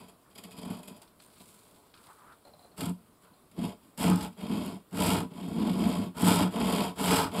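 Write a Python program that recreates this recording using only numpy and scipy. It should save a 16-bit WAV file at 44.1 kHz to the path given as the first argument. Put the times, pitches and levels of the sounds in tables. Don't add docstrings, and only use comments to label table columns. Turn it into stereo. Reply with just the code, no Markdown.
import sys
import numpy as np
from scipy import signal
from scipy.fft import rfft, irfft, next_fast_len
from scipy.io import wavfile
from scipy.ndimage import uniform_filter1d

SR = 44100
rng = np.random.default_rng(int(sys.argv[2]) if len(sys.argv) > 2 else 0)


def persist_wave(psi):
    counts = np.round(np.clip(psi, -1, 1) * 32767).astype(np.int16)
    wavfile.write(sys.argv[1], SR, np.atleast_2d(counts).T)


def rack_gain(trim_db):
    fader = np.asarray(trim_db, float)
    return 10 ** (fader / 20)


N = 326340
HZ = np.fft.rfftfreq(next_fast_len(N + SR // 2), 1 / SR)

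# (frequency [Hz], width [Hz], level on the pull [dB], level on the push [dB])
BOX_MODES = [(85.7, 37, -8.5, -19.5), (100, 42, -5.5, -10), (179.6, 13.7, 1.5, 3), (226, 40.8, -3.5, -1),
             (278, 29, -5, -7), (312, 41.6, -6, -7)]
# (start [s], length [s], fastest at [share 0-1], speed [dB], weight on the jig [dB])
PULL_STROKES = [
    (2.759, 0.16, 0.39, -46.5, 13),
    (3.966, 0.26, 0.26, -39.5, 10.5),
    (4.11, .19, 0.65, -48, 10.5),
    (4.901, .37, 0.5, -36.5, 13),
    (6.13, .385, 0.51, -34.5, 10),
    (6.939, 0.37, 0.41, -36, 7.5),
    (7.076, 0.23, 0.43, -39, -16),
]


def evened(x):
    return x / np.sqrt(np.mean(x ** 2) + 1e-20)


def read_spectrum(points, hz):
    f, value = np.transpose(points)
    return np.interp(np.log(hz + 1), np.log(f + 1), value)


def through(x, response):
    size = 2 * len(HZ) - 2
    gain = response / np.sqrt(np.mean(abs(response) ** 2))
    return irfft(rfft(x, size) * gain, size)[..., :N]


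def wander(hz):
    slow = rfft(rng.standard_normal(N)) / (1 + (np.fft.rfftfreq(N, 1 / SR) / hz) ** 4)
    return evened(irfft(slow, N))


def body(modes, column, between_db, low_hz, high_hz):
    peaks = 0
    for k, mode in enumerate(modes):
        f, width = mode[:2]
        resonance = 1j * width * HZ / (f ** 2 - HZ ** 2 + 1j * width * HZ)
        peaks = peaks + (-1) ** k * rack_gain(mode[column]) * resonance
    low, high = 1j * HZ / low_hz, 1j * HZ / high_hz
    high_pass = (low ** 2 / (1 + 1.2 * low + low ** 2)) ** 2
    low_pass = 1 / (1 + 1.2 * high + high ** 2) ** 2
    return (peaks + rack_gain(between_db)) * high_pass * low_pass


def air():
    # (frequency [Hz], level [dB per Hz])
    tone = [(15, -44), (25, -20), (75, 0), (274, 3), (458, -0.5), (524, -1.5), (616, -1), (806, -7.5),
            (1080, -2.5), (1760, -15.5), (4280, -17.5), (6070, -15.5), (8380, -16), (12900, -18.5),
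            (15600, -18)]
    # (frequency [Hz], left-right likeness [share])
    likeness = [(60, 1), (180, 0.037), (550, 0.024), (1650, 0.073), (4970, 0.2), (15000, 0.054)]
    frames, hz = N // 256 + 5, np.fft.rfftfreq(1024, 1 / SR)
    a, b, c, d, patches = rng.standard_normal((frames, 513, 5)).T
    patches = evened(uniform_filter1d(uniform_filter1d(patches, 14, 0), 10, 1))
    same = np.clip(read_spectrum(likeness, hz), -1, 1)[:, None]
    left = a + 1j * b
    right = same * left + np.sqrt(1 - same ** 2) * (c + 1j * d)
    level = rack_gain(read_spectrum(tone, hz)[:, None] + 1.4 * patches)
    sound = signal.istft(np.array([left, right]) * level, nperseg=1024, noverlap=768)[1]
    return rack_gain(-59.5) * evened(sound[:, :N])


def saw():
    # (frequency [Hz], width [Hz], level on the pull [dB], level on the push [dB])
    board_modes = [(362, 25, -4.5, 2), (453, 32, 6, 9.5), (602, 39.5, -0.5, 4.5), (699, 48, 1, 5.5),
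                   (849, 32.3, 1.5, 2), (932.6, 24.5, 5, 5.5), (995.5, 18, 1.5, 4.5), (1070, 56, -1, 1),
                   (1140, 43, -44, -4), (1314, 148, -5, -8), (1272, 54, 0.5, -2), (1390, 57, -4.5, -5)]
    # (frequency [Hz], width [Hz], level on the pull [dB], on the push [dB], creeping [dB])
    blade_modes = [(2215, 200, 2, 6, 0), (2475, 44, 12, 13, 14), (2610, 85, -1, 7, 4),
                   (2815, 65, 13.5, 13, 5), (3230, 186, 6.5, 11.5, 10), (3420, 28, 11.5, 1.5, -6),
                   (3631, 31, -1, 8, -6), (4020, 60, 5, -13, 1), (4400, 85, -9, 4, 2),
                   (4746, 75, 9.5, 13.5, 15), (4882, 124, 7.5, 10.5, 14), (5190, 34, -3, 15, 8)]
    floor_db = [-20.5, -14.5, 2]
    # (lower edge [Hz], upper edge [Hz])
    band_edges = [(55, 396), (330, 1610), (1750, 5900)]
    # (frequency [Hz], level [dB per Hz])
    pull_hiss = [(3290, -17), (5600, 0.5), (5840, -13), (6390, -3.5), (7430, 4), (7850, 2.5), (9890, -5),
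                 (10900, -2), (11700, -3.5), (13200, -6), (15600, -20)]
    # (frequency [Hz], level [dB per Hz])
    push_hiss = [(3290, -55), (5600, 4.5), (6390, -48), (6760, 11), (7210, 7.5), (9120, 2.5), (9940, -2.5),
                 (11000, 5.5), (13300, -3.5), (14900, -10), (15600, -25)]
    # (from [s], to [s])
    resting = (0.99, 2.74)

    t = np.arange(N) / SR
    pull = sum((t > s) & (t < s + length) for s, length, *_ in PULL_STROKES)
    moving, bound = strokes()
    level, thumps = catches()
    force = teeth(20 * np.log10(moving[2] + 1e-5)) * np.hypot(moving, level)[:, None]
    force[0, 0] += thumps + chatter(bound[0], pull)

    rest = (t > resting[0]) & (t < resting[1])
    out = handling(force[2:] * rest)
    force[2:] *= 1 - rest

    creep = t < 1.1
    out += through(force[2] * creep, body(blade_modes, 4, floor_db[2], *band_edges[2]))
    force[2] *= 1 - creep

    out += through(force[3] * pull, rack_gain(read_spectrum(pull_hiss, HZ)))
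    out += through(force[3] * (1 - pull), rack_gain(read_spectrum(push_hiss, HZ)))
    bodies = (BOX_MODES, board_modes, blade_modes)
    for f, modes, between_db, edges in zip(force, bodies, floor_db, band_edges):
        out += through(f * pull, body(modes, 2, between_db, *edges))
        out += through(f * (1 - pull), body(modes, 3, between_db, *edges))
    return out


def strokes():
    # (start [s], length [s], fastest at [share 0-1], speed [dB], weight on the jig [dB])
    pushes = [
        (-.1, 0.27, 0.28, -59, 13),
        (.25, 0.91, 0.5, -61, 12),
        (3.53, .23, 0.53, -51.5, 14.9),
        (4.36, 0.14, .3, -55, 6.3),
        (4.355, 0.46, 0.55, -49, 19.8),
        (5.27, 0.43, 0.34, -56.5, 20.6),
        (5.4, .725, 0.66, -46, 21.8),
        (6.49, .1, .5, -50, 13),
        (6.505, 0.44, 0.56, -37, 13.3),
        (7.29, 0.38, 0.43, -37.5, 11.2),
    ]
    # (start [s], length [s], strongest at [share 0-1], level [dB], weight [dB])
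    shifts = [
        (1.185, 0.17, 0.25, -58, -13),
        (1.28, 1, 0.15, -58.5, 0),
        (1.92, 0.84, 0.14, -63, -25),
        (2.43, 0.077, 0.6, -74, 7),
        (2.55, 0.26, 0.2, -68, -6),
        (3.19, 0.068, 0.68, -63.5, 3),
        (3.8, 0.16, 0.34, -68.5, 16),
    ]
    # (start [s], length [s], strongest at [share 0-1], board level [dB], weight [dB])
    binds = [(.42, 0.043, 0, -55, 10), (.56, 0.27, 0.47, -49, 14), (.67, 0.05, 0.7, -54.5, 2),
             (.88, 0.12, 0.3, -66, 12), (2.84, 0.072, 0.72, -44, 21), (2.92, 0.13, 0, -60, 17),
             (3, 0.23, 0.33, -71.5, 12), (3.215, 0.1, 0.36, -61, -11), (3.57, 0.12, 0.3, -49.5, 26.5),
             (3.7, 0.2, 0.56, -68, 12), (4.045, 0.11, 0.41, -40, 25), (4.2, 0.19, 0.1, -57.5, 22),
             (4.42, 0.075, 0.34, -49.5, 16), (4.49, 0.098, .4, -47, 22.5), (5.52, .21, 0.52, -42, 24),
             (5.78, 0.16, .4, -43, 20.5), (5.92, .17, 0.4, -47, 15), (6.21, 0.13, 0.39, -39.5, 19.5),
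             (6.375, 0.086, 0.39, -33, 17.5), (6.54, .12, 0.51, -41.5, 21), (7.07, 0.1, 0.3, -33.5, 6.5)]
    # (offset [dB], steepness [exponent], peak shift [share])
    pull_law = [(-4.5, 0.9, 0.03), (4.5, 1.35, 0.0092), (0, 1.9, 0.0038), (0.5, 2.04, -0.027)]
    # (offset [dB], steepness [exponent], peak shift [share])
    push_law = [(-5.5, 1.21, -0.044), (5.5, 1.43, -0.013), (-0.5, 1.6, 0), (-4.5, 1.6, -0.00045)]
    # (offset [dB], steepness [exponent], peak shift [share])
    shift_law = [(-9.5, 2, 0.045), (-8, 2.3, 0.25), (-7.5, 1, 0.012), (-2, 1.45, 0.025)]
    # (offset [dB], steepness [exponent], peak shift [share])
    bind_law = [(-4, 0.85, 0.0043), (-6, 1.2, 0.0092), (-14, 1.3, 0.0081), (-26.5, 0.17, .01)]
    bound = arches(binds, bind_law)
    moving = arches(PULL_STROKES, pull_law) + arches(pushes, push_law) + arches(shifts, shift_law)
    moving = moving + bound * rack_gain([[-11], [0], [0], [0]])
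    return moving, bound


def arches(rows, law):
    level = np.zeros((4, N))
    offset_db, steep, shift = np.transpose(law)[:, :, None]
    for s, length, peak, db, weight_db in rows:
        on = np.arange(max(round(s * SR) + 1, 0), min(round((s + length) * SR), N))
        u = (on / SR - s) / length
        top = np.clip(peak + shift, 1 / 20, 9 / 10)
        arch = np.sin(np.pi * u * (1 - top) / (u * (1 - top) + (1 - u) * top))
        gain = rack_gain(db + offset_db + [[weight_db], [0], [0], [0]])
        level[:, on[0]:on[-1] + 1] += gain * abs(arch) ** steep
    return level


def teeth(blade_db):
    depth, grain_db, tears_per_s = 0.24, 3.0, 5000
    grips_per_s = np.clip(70 * rack_gain(0.3 * (blade_db + 42)), 35, 130) * (1 + 0.25 * wander(25))
    turns = np.cumsum(grips_per_s) / SR
    bite = 1 - depth + depth * 3 * np.exp(-(turns % 1) / 0.37)
    strength = rack_gain(grain_db * np.minimum(rng.exponential(1, (4, 1, N)), 5))
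    tears = strength * (rng.random((4, 1, N)) < tears_per_s / SR)
    tears = tears * bite * rack_gain(1.7 * wander(90))
    tears = tears / np.sqrt(np.mean(tears ** 2, 2, keepdims=True))
    return tears * np.sign(rng.random((4, 2, N)) - 0.5)


def catches():
    # (time [s], peak [dB], box share [dB], hiss share [dB])
    creeping = [(0.081, -41, 6, 0), (0.2992, -46.5, -9, 0), (0.35, -39, 3, -3), (0.376, -32, 3, -1),
                (0.435, -31, 5, -1.5), (0.508, -33.5, -17, -2), (0.564, -34.5, -17, -3),
                (0.585, -40, -10.5, 2), (0.615, -37.5, -10, 0), (0.649, -38.5, 10, 2),
                (0.699, -36, 28.5, 3.5), (0.72, -49, 0, 3), (0.745, -44, 0, 0), (0.766, -46, -2, 4),
                (0.79, -49, 0, 3), (0.829, -41, -2, 5.5), (0.874, -32.5, 9.5, 2.5), (0.915, -55, 7, 3),
                (0.96, -44, 4, 2), (1.0155, -39, 1, -1), (1.072, -48, 2, -5)]
    # (time [s], peak [dB], box share [dB], hiss share [dB])
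    small_knocks = [(1.2, -38, -12, -13), (1.3663, -45, -26, -3), (1.3997, -41, 12.5, -2),
                    (1.514, -61, -9, 4.5), (1.7594, -47.5, -29, -5), (1.939, -42, -28, -18),
                    (1.9729, -45, -22, -17), (2.038, -46, -27, -2), (2.068, -48, -26, 0),
                    (2.3221, -50, -11, -5), (2.765, -45, 0, 2), (2.778, -43, -4, 11), (2.805, -26, 1, -2),
                    (2.854, -49, -4, 18.5), (2.89, -48.5, 0, 16), (3.228, -70, 13, 3),
                    (3.3094, -61.5, 28, -7), (3.513, -45.5, 13, -1), (3.576, -59, 15, -3),
                    (3.599, -53, 0, -1), (3.616, -49, 0, -5), (3.638, -37, 31, 2.5), (3.976, -43, -26, 9),
                    (4.326, -52, 10, 1), (4.432, -58, 29, -13), (4.4875, -55, 18, -15),
                    (4.5434, -46.5, 44, -2), (4.9255, -59, 16, -10), (5.8025, -48, 36, -5),
                    (6.16, -42, 16.5, -8.5), (7.3138, -39, 1, -6)]
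    # (time [s], peak [dB], hiss share [dB])
    stroke_snags = [(3.9759, -30, 3), (3.9906, -29, 0), (4.01, -24, 5), (4.032, -16, 7),
                    (4.0996, -18.5, 11), (4.1579, -28, 18.5), (4.4635, -46, 0), (4.4927, -45, -4),
                    (4.5311, -40, 0), (4.554, -44, 0), (4.6604, -20, 3), (4.746, -26, -2.5),
                    (4.9092, -35, 9), (4.9263, -37, 7), (4.955, -42, -8), (4.9812, -36, -7),
                    (4.999, -16, 0), (5.0209, -9, -1), (5.0661, -10, 0), (5.1013, -14, 6),
                    (5.3889, -38.5, 7), (5.4863, -33, 8), (5.5443, -30, 0), (5.654, -50, -2),
                    (5.7129, -30, -5), (5.8358, -39, -2.5), (5.8526, -39, 0), (5.869, -29, 0),
                    (5.9125, -47.5, 0), (6.163, -45.5, -2), (6.1826, -17, 0), (6.1986, -21, 1),
                    (6.2159, -17, 4), (6.2466, -22, 14), (6.2627, -32, 2), (6.2896, -29, 0),
                    (6.32, -21.5, -7), (6.4028, -21, -2), (6.4258, -12, 0), (6.545, -25, -12),
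                    (6.5829, -40, -5), (6.5974, -31, -3), (6.6143, -28, -4), (6.6267, -42, -8),
                    (6.6478, -20, -9), (6.6938, -20, 2), (6.9661, -39, -0.5), (6.9815, -32, -4),
                    (6.997, -35, 0), (7.012, -17, 2), (7.0404, -10, 4), (7.0579, -12, 3), (7.0807, -11, -3),
                    (7.14, -3.5, -14), (7.3131, -38, 3), (7.3378, -24.5, 3), (7.3522, -22, -3),
                    (7.375, -24, -1)]
    # (time [s], peak [dB])
    jolts = [(0.379, -40), (0.447, -37.5), (0.577, -31), (0.655, -28), (0.688, -33), (0.908, -37),
             (1.404, -56), (2.72, -54), (2.785, -36), (2.812, -34), (2.82, -22), (3.23, -57), (3.308, -56),
             (3.524, -58.5), (3.58, -19), (4, -23), (4.041, -17), (4.428, -25), (4.495, -24), (4.499, -31),
             (4.607, -22), (4.943, -33), (5.0, -18.5), (5.041, -37), (5.082, -32), (5.166, -19),
             (5.311, -35), (5.476, -21), (5.508, -21.5), (5.743, -18.5), (5.792, -23), (6.04, -42),
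             (6.157, -39), (6.215, -24.5), (6.223, -12), (6.304, -14), (6.401, -13.5), (6.553, -27),
             (6.969, -35), (7.002, -22), (7.069, -23), (7.12, -21), (7.245, -25), (7.322, -46),
             (7.376, -23)]
    level, thumps = np.zeros((4, N)), np.zeros(N)
    snags = [(s, db - 6, 0, hiss_db) for s, db, hiss_db in stroke_snags]
    kinds = ((creeping, 0.006, 0.012), (small_knocks, 0.0012, 0.0091), (snags, 0.00087, 0.002))
    for rows, rise_s, decay_s in kinds:
        for s, db, box_db, hiss_db in rows:
            at = round(s * SR)
            t = np.arange(min(6000, N - at)) / SR
            burst = (1 - np.exp(-t / rise_s)) * np.exp(-t / decay_s)
            board_db = -3 + 0.34 * (box_db + hiss_db)
            gain = rack_gain(db - 10.0 + np.array([board_db, 0, hiss_db]))
            level[1:, at:at + len(t)] += gain[:, None] * burst
            thumps[at] = rack_gain(db + box_db + 3)
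    for (s, db), side in zip(jolts, rng.random(len(jolts))):
        thumps[round(s * SR)] += rack_gain(db + 18.5) * np.sign(side - 0.5)
    return level, thumps


def rub():
    # (time [s], level [dB], centre [Hz])
    slides = [(.23, -93, 1300), (.26, -65, 1300), (.3, -76, 1290), (.33, -92, 1300), (1.934, -95, 1336),
              (1.938, -65, 1400), (2.043, -69, 1070), (2.106, -52.5, 1070), (2.136, -65.5, 1140),
              (2.3, -56.5, 1140), (2.33, -55.5, 1290), (2.384, -103, 1220), (3.2, -97, 1090),
              (3.231, -68, 1150), (3.285, -64.5, 1150), (3.31, -95, 1100)]
    s, db, hz = np.transpose(slides)
    t = np.arange(N) / SR
    turn = np.exp(2j * np.pi * np.cumsum(np.interp(t, s, hz)) / SR)
    r = np.exp(-np.pi * 700 / SR)
    skin = rng.standard_normal(N) * rack_gain(0.88 * wander(60))
    smooth = signal.lfilter([1 - r], [1, -r], skin / turn)
    smooth = signal.lfilter([1 - r], [1, -r], smooth)
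    return evened((turn * smooth).real) * rack_gain(np.interp(t, s, db, -120, -120))


def chatter(bound, pull):
    hz = np.where(pull, BOX_MODES[2][0], BOX_MODES[3][0]) * (1 + 0.03 * wander(19.0))
    return rack_gain(-24) * bound * np.sin(2 * np.pi * np.cumsum(hz) / SR)


def ring(rows, decay_s, rise_s, rough, trim_db):
    out, t = np.zeros(N), np.arange(1500) / SR
    for (s, db, hz), noise in zip(rows, rng.standard_normal((len(rows), 1500))):
        shape = 1 + rough * evened(uniform_filter1d(noise, size=90))
        shape = shape * np.exp(-t / decay_s) * (1 - np.exp(-t / rise_s))
        out[round(s * SR):][:1500] += rack_gain(db + trim_db) * shape * np.sin(2 * np.pi * hz * t)
    return out


def splinter_ticks():
    # (time [s], peak [dB], frequency [Hz])
    ticks = [
        (0.5836, -41, 10950),
        (1.202, -48, 8060),
        (1.2625, -49, 9000),
        (3.5129, -57, 8000),
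    ]
    return ring(ticks, decay_s=0.0017, rise_s=0.00021, rough=0.87, trim_db=-8.0)


def handling(force):
    # (frequency [Hz], level [dB per Hz])
    skin_tone = [(880, -10), (1500, -2), (1840, -14), (2070, -4), (2830, -5.5), (3280, -2.5), (4950, -1),
                 (6200, -2), (8820, -6), (14700, -15), (15600, -14)]
    skin = rack_gain(read_spectrum(skin_tone, HZ))
    upper = 1 / (1 + (6000 / (HZ + 1)) ** 12)
    return through(force[0], skin * (1 - upper)) + through(force[1], skin * upper)


def squeaks():
    # (time [s], peak [dB], frequency [Hz], knock share [dB])
    guide_slips = [(2.4505, -62.5, 4150, 7), (2.4665, -71, 4300, 11), (2.4716, -63.5, 4150, 8),
                   (2.4922, -67, 4180, 6), (2.5352, -62, 4090, 4), (2.593, -63, 4100, 3),
                   (2.6109, -72, 4250, 10), (2.6274, -63, 4120, -5), (2.6456, -66, 4080, 10),
                   (2.6668, -67, 4100, 2), (2.6744, -80, 4080, 5), (2.7152, -64.5, 4310, 3.5),
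                   (3.3343, -67, 4160, 0)]
    knocks = [(s, db + knock_db, hz) for s, db, _, knock_db in guide_slips for hz in (580, 720)]
    high = ring([row[:3] for row in guide_slips], decay_s=0.006, rise_s=0.0015, rough=1.0, trim_db=7.0)
    low = ring(knocks, decay_s=0.02, rise_s=0.0012, rough=1.0, trim_db=1.5)
    return high + low


def tail(start_s):
    taps = np.zeros(SR // 2)
    at = np.arange(0, len(taps) - 20, 20)
    taps[at + rng.integers(0, 20, len(at))] = rng.choice([-1., 1.], len(at))
    t = np.arange(len(taps)) / SR
    taps *= rack_gain(-60 * t / 0.2) * (t > start_s)
    return taps / np.linalg.norm(taps)


def scene():
    # (frequency [Hz], side minus mid [dB])
    width_db = [(60, -3), (110, -38), (200, -19), (380, -3.5), (700, -11), (1290, -2.5), (2380, -10.5),
                (4400, -6), (8120, -2.5), (15000, -2.5)]
    # (frequency [Hz], left minus right [dB])
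    lean_db = [(60, -1), (150, -0.5), (380, -1.5), (950, 1), (2380, 0.5), (5980, 0.5), (15000, -1)]
    near, apart = saw()
    near = near + rub() + splinter_ticks() + squeaks()
    mid = near + rack_gain(-9.0) * signal.oaconvolve(near, tail(0.006))[:N]
    wide = rack_gain(read_spectrum(width_db, HZ))
    scattered = 0.5 * signal.oaconvolve(near, tail(0.0001))[:N] + 0.85 * apart
    side = through(scattered, wide) * np.sqrt(np.mean(wide ** 2))
    lean = rack_gain(read_spectrum(lean_db, HZ) / 2)
    pair = np.array([through(mid + side, lean), through(mid - side, 1 / lean)])
    return pair * rack_gain([[-0.5], [0.5]]) + air()


def band_limit(x):
    return signal.sosfilt(signal.butter(12, 15720, fs=SR, output="sos"), x)


def record(dry):
    # (frequency [Hz], width [Hz], gain [dB])
    colouring = [(533, 34, -4.5), (6230, 1540, -10.5), (10850, 360, 3.5)]
    colour = rack_gain(sum(db * np.exp(-((HZ - hz) / width) ** 2 * 2) for hz, width, db in colouring))
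    colour = colour / (1 + (HZ / 15760) ** 200)
    mix = through(dry, colour) * np.sqrt(np.mean(colour ** 2))
    return band_limit(mix)


dry = scene()
out = record(dry)
persist_wave(out)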